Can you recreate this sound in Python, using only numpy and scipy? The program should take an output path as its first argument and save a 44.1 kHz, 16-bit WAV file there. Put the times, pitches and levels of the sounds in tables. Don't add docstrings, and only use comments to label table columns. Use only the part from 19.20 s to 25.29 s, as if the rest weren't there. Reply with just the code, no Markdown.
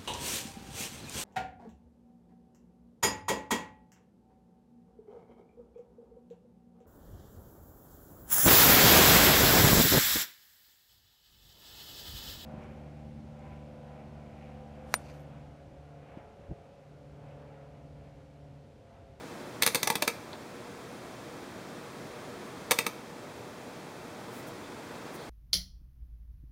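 import sys
import numpy as np
from scipy import signal
from scipy.fft import rfft, irfft
from scipy.io import wavfile
from scipy.ndimage import uniform_filter1d

SR = 44100
rng = np.random.default_rng(int(sys.argv[2]) if len(sys.argv) > 2 else 0)


def persist_wave(psi):
    counts = np.round(np.clip(psi, -1, 1) * 32767).astype(np.int16)
    wavfile.write(sys.argv[1], SR, np.atleast_2d(counts).T)


N = 268789

# time in seconds, relative level in dB, rise time of the scrape before it in seconds,
# clack frequency in Hz, clack boost in dB, ring frequency in Hz.
SNAP_EVENTS = [(0.4233, -3, 0.00028, 2000, 7, 4100), (0.4334, -5, 0.0012, 3450, 10, 2100),
               (0.4643, -1.5, 0.00049, 1640, 5, 10200), (.4760, -3, 0.0017, 1400, 1, 4120),
               (0.5475, -4, 0.00055, 495, 8.5, 2450), (0.5561, -4, 0.0013, 514, -2, 4560),
               (0.6313, -5, 0.00065, 3550, 4.5, 6300), (0.6744, -3.5, 0.0013, 840, 11, 5900),
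               (0.7023, -4, .0010, 890, 11, 1820), (0.7557, -6.5, 0.0014, 900, 4, 3500),
               (0.8237, -2, 0.0013, 700, 10, 2600), (0.8794, -2, 0.0023, 1410, 4, 2330),
               (3.5104, -0.5, 0.0004, 556, 9.5, 2300), (3.5174, 0, .0008, 890, 10, 2930),
               (3.5886, -2, 0.0008, 2540, 4, 2580), (3.6667, -6, 0.0015, 1230, 6.5, 2430)]


def amp(db):
    return 10 ** (np.asarray(db) / 20)


def unit(x):
    return x / np.sqrt(np.mean(x ** 2) + 1e-20)


def read(points, hz):
    f, value = np.transpose(points)
    return np.interp(np.log(hz + 1), np.log(f), value)


def add(mix, s, sound):
    part = mix[round(s * SR):][:len(sound)]
    part += sound[:len(part)]


def bell(hz, centre_hz, octaves):
    return np.exp(-.5 * (np.log2((hz + 1) / centre_hz) / octaves) ** 2)


def ringing(gain):
    both_sides = np.r_[gain, gain[-2:0:-1]]
    log_gain = np.log(np.maximum(both_sides, 1e-5))
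    return np.fft.ifft(np.exp(np.conj(signal.hilbert(log_gain)))).real


def drift(rate_hz):
    hz = np.fft.rfftfreq(N, 1 / SR)
    spectrum = rfft(rng.standard_normal(N)) * np.exp(-(hz / rate_hz) ** 2)
    return unit(irfft(spectrum, N))


def background(hiss_db=-44, waver=0.26, waver_hz=7.1, wander_rad=0.67, wander_hz=2.9):
    # frequency in Hz, relative spectral density in dB per Hz.
    hiss_colour = [(25, -23), (50, -16.5), (85, -6.5), (125, -0.5), (280, 1), (520, -2.5), (1000, -7),
                   (2000, -13), (4000, -19.5), (8000, -25), (11000, -29.5), (13200, -31.5), (15700, -34)]
    # frequency in Hz, rms level in dB before wavering.
    hum_lines = [(120, -67), (240, -67), (360, -60.5), (479.5, -57), (600, -62), (720, -80), (1320, -71)]
    hz, t = np.fft.rfftfreq(N, 1 / SR), np.arange(N) / SR
    hiss = unit(irfft(rfft(rng.standard_normal(N)) * amp(read(hiss_colour, hz)), N))
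    hum = np.zeros(N)
    for f, db in hum_lines:
        level = amp(db) * (1 + waver * drift(waver_hz))
        phase = 2 * np.pi * (f * t + rng.random()) + wander_rad * drift(wander_hz)
        hum += level * np.sin(phase)
    return amp(hiss_db) * hiss + np.sqrt(2) * hum


def sleeves(flutter_db=2, flutter_hz=12):
    # time in seconds, level in dB before flutter.
    motion = [(0, -83), (.16, -56), (.3, -60), (1.2, -65), (4.6, -63), (5.19, -49.5), (5.4, -57),
              (5.7, -51), (6.09, -56.5)]
    # frequency in Hz, relative spectral density in dB per Hz.
    cloth_colour = [(50, -27), (160, 1), (500, 3), (1500, -5.5), (2500, -13.5), (4000, -17), (8000, -29.5),
                    (15000, -27)]
    colour = amp(read(cloth_colour, np.fft.rfftfreq(N, 1 / SR)))
    cloth = unit(irfft(rfft(rng.standard_normal(N)) * colour, N))
    motion_db = np.interp(np.arange(N) / SR, *np.transpose(motion))
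    return cloth * amp(motion_db + flutter_db * drift(flutter_hz))


def chatter(t, scrape, settle):
    contacts = rng.standard_normal(len(t))
    envelope = np.exp(-np.where(t < 0, (t / scrape) ** 2, t / settle))
    spectrum = rfft(contacts * envelope)
    power = uniform_filter1d(abs(spectrum) ** 2, size=45)
    return irfft(spectrum / np.sqrt(power + 1e-12))


def case_gain(hz):
    # frequency in Hz, width in Hz, relative peak level in dB.
    modes = [(202, 130, 9), (476, 44, 14), (900, 130, 10), (1206, 190, 9), (1690, 110, 9.5), (2000, 67, 14),
             (2300, 197, 11.5), (2600, 130, 10), (3650, 580, 7.5), (4560, 320, 5.5), (6070, 520, 3.5),
             (8530, 720, 3), (10200, 650, 0), (13460, 790, 3.5)]
    # frequency in Hz, relative level in dB.
    crack = [(50, -40), (130, -4), (600, 0.5), (1450, -13.5), (3200, -5.5), (5200, -1), (7500, -6),
             (11000, -3), (14500, -8), (16500, -17)]
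    power = amp(read(crack, hz)) ** 2
    for f, width, db in modes:
        detuning = (hz ** 2 - f ** 2) / (width * hz + 1)
        power += amp(db) ** 2 / (1 + detuning ** 2)
    return np.sqrt(power) * hz ** 2 / np.hypot(hz ** 2, 120 ** 2)


def snap_force(t, scrape, strain_db=-16, strain_s=0.0056, strain_hz=2000,
               strike_db=-9, strike_s=0.00036, strike_hz=5000):
    settle = 0.0024 + 0.47 * scrape
    low_pass = signal.butter(1, strain_hz, fs=SR)
    high_pass = signal.butter(1, strike_hz, "highpass", fs=SR)
    strain = signal.lfilter(*low_pass, chatter(t, strain_s, settle))
    strike = signal.lfilter(*high_pass, chatter(t, strike_s, strike_s))
    return amp(strain_db) * strain + amp(strike_db) * strike + chatter(t, scrape, settle)


def dial(size=4096, snap_db=4, clack_octaves=0.25, ring_db=5.5, ring_octaves=0.1):
    # start in seconds, treble boost at the start in dB.
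    runs = [(.42, 3.5), (3.51, 1)]
    full_knock_db, loose_knock_db, grip_s, treble_db_per_s = 5.3, -8, 0.055, -7
    treble_db_per_doubling, usual_scrape_s = -1.3, 0.0009
    rebound_treble_db, rebound_gap_s = -0.5, 0.02
    lead = 0.016
    t, hz, out = np.arange(size) / SR - lead, np.fft.rfftfreq(size, 1 / SR), np.zeros(N)
    case = case_gain(hz)
    knock_band = 1 / (1 + (hz / 360) ** 4)
    treble_band = 1 - 1 / (1 + (hz / 5200) ** 4)
    rebounds = np.diff([row[0] for row in SNAP_EVENTS], prepend=-np.inf) < rebound_gap_s
    for (s, db, scrape, clack_hz, clack_db, ring_hz), rebound in zip(SNAP_EVENTS, rebounds):
        run_start, run_treble_db = min(runs, key=lambda run: abs(run[0] - s))
        into_run = max(s - run_start, 0)
        slowness = np.log2(scrape / usual_scrape_s)
        knock_db = full_knock_db + loose_knock_db * np.exp(-into_run / grip_s)
        treble_db = run_treble_db + treble_db_per_s * into_run
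        treble_db += treble_db_per_doubling * slowness + rebound_treble_db * rebound
        grip_db = clack_db * bell(hz, clack_hz, clack_octaves) + ring_db * bell(hz, ring_hz, ring_octaves)
        body = ringing(case * amp(grip_db + knock_db * knock_band + treble_db * treble_band))
        snap = signal.fftconvolve(snap_force(t, scrape), body)
        add(out, s - lead, amp(snap_db + db) * snap)
    return out


def brush(s, length, db, centre_hz, octaves, grain=0.35):
    n = int(length * SR)
    fibres = rng.standard_normal(n) * np.exp(grain * rng.standard_normal(n))
    rub = irfft(rfft(fibres) * bell(np.fft.rfftfreq(n, 1 / SR), centre_hz, octaves), n)
    return s - length / 2, amp(db) * unit(rub) * np.hanning(n)


def gloves(swish_hz=12900, swish_octaves=0.98, drag_db=1, drag_hz=172, drag_octaves=0.65, scuff_octaves=0.19,
           tick_s=0.0054, tick_hz=3800, tick_octaves=0.28,
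           thud_delay_s=0.0055, thud_s=0.013, thud_db=2, thud_hz=800, thud_octaves=0.8):
    # centre in seconds, length in seconds,
    # rms level in dB before the swell shapes it.
    swishes = [(4.904, 0.026, -63), (5.17, .17, -54), (5.28, 0.055, -53), (5.953, 0.064, -52)]
    # centre in seconds,
    # length in seconds, rms level in dB before the swell shapes it, centre frequency in Hz.
    scuffs = [(5.2, 0.063, -54, 2000), (5.453, .04, -57, 3500), (5.709, 0.099, -56, 1510),
              (6.01, .15, -58, 3900)]
    # time in seconds, rms level of the tick in dB before its swell.
    taps = [(1.132, -40), (5.523, -52)]
    out = np.zeros(N)
    for s, length, db in swishes:
        add(out, *brush(s, length, db, swish_hz, swish_octaves))
        add(out, *brush(s, length, db + drag_db, drag_hz, drag_octaves))
    for row in scuffs:
        add(out, *brush(*row, scuff_octaves))
    for s, db in taps:
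        add(out, *brush(s, tick_s, db, tick_hz, tick_octaves))
        add(out, *brush(s + thud_delay_s, thud_s, db + thud_db, thud_hz, thud_octaves))
    return out


def reflections(t60_table, delay, size=22050):
    taps = rng.standard_normal(size) * (rng.random(size) < 5000 / SR)
    hz, t, bands = signal.stft(taps, SR, nperseg=128)
    decay = amp(-60 * t / read(t60_table, hz)[:, None])
    tail = signal.istft(bands * decay, SR)[1]
    return np.r_[np.zeros(int(delay * SR)), tail / np.linalg.norm(tail)]


def garage(x, near_db=-8, near_t60=0.11, far_db=-15, count=3):
    # frequency in Hz, time to fall by 60 dB in seconds.
    room_t60 = [(200, 0.16), (1000, 0.36), (4000, 0.55), (9000, 0.36), (15000, 0.5)]
    # frequency in Hz, gain in dB.
    echo_colour = [(200, -3), (520, 4.5), (900, 1.5), (1500, -2.5), (2400, -1.5), (4000, -1), (7000, 0),
                   (13000, -3)]
    out, t = x.copy(), np.arange(N) / SR
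    colour = amp(read(echo_colour, np.fft.rfftfreq(2048, 1 / SR)))
    thrown = signal.fftconvolve(x, ringing(colour))[:N]
    turn = np.searchsorted([row[0] for row in SNAP_EVENTS], t + 0.004) % count
    for k in range(count):
        near = reflections([(1000, near_t60)], delay=0.005)
        far = reflections(room_t60, delay=0.016)
        for db, echoes in (near_db, near), (far_db, far):
            out += amp(db) * signal.fftconvolve(thrown * (turn == k), echoes)[:N]
    return out


def scene():
    return (garage(dial() + gloves() + sleeves()) + background())[None]


def record(dry, threshold_db=-41, squeeze=0.13, attack_s=0.2, recovery_db_per_s=0.8, ceiling=0.5, edge_hz=15900):
    # centre in Hz, width in Hz.
    notches = [(2895, 170), (7830, 50), (11700, 850)]
    x, keep = dry[0], np.exp(-1 / (attack_s * SR))
    power = signal.lfilter([1 - keep], [1, -keep], x ** 2)
    power_db = 10 * np.log10(power + 1e-12)
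    wanted_cut_db = squeeze * np.maximum(power_db - threshold_db, 0)
    recovered = np.arange(N) / SR * recovery_db_per_s
    cut_db = np.maximum.accumulate(wanted_cut_db + recovered) - recovered
    x = ceiling * np.tanh(x * amp(-cut_db) / ceiling)
    for hz, width in notches:
        x = signal.lfilter(*signal.iirnotch(hz, hz / width, SR), x)
    band_limit = signal.firwin(301, edge_hz, window=("kaiser", 8), fs=SR)
    return signal.oaconvolve(x, band_limit, "same")[None]


dry = scene()
out = record(dry)
persist_wave(out)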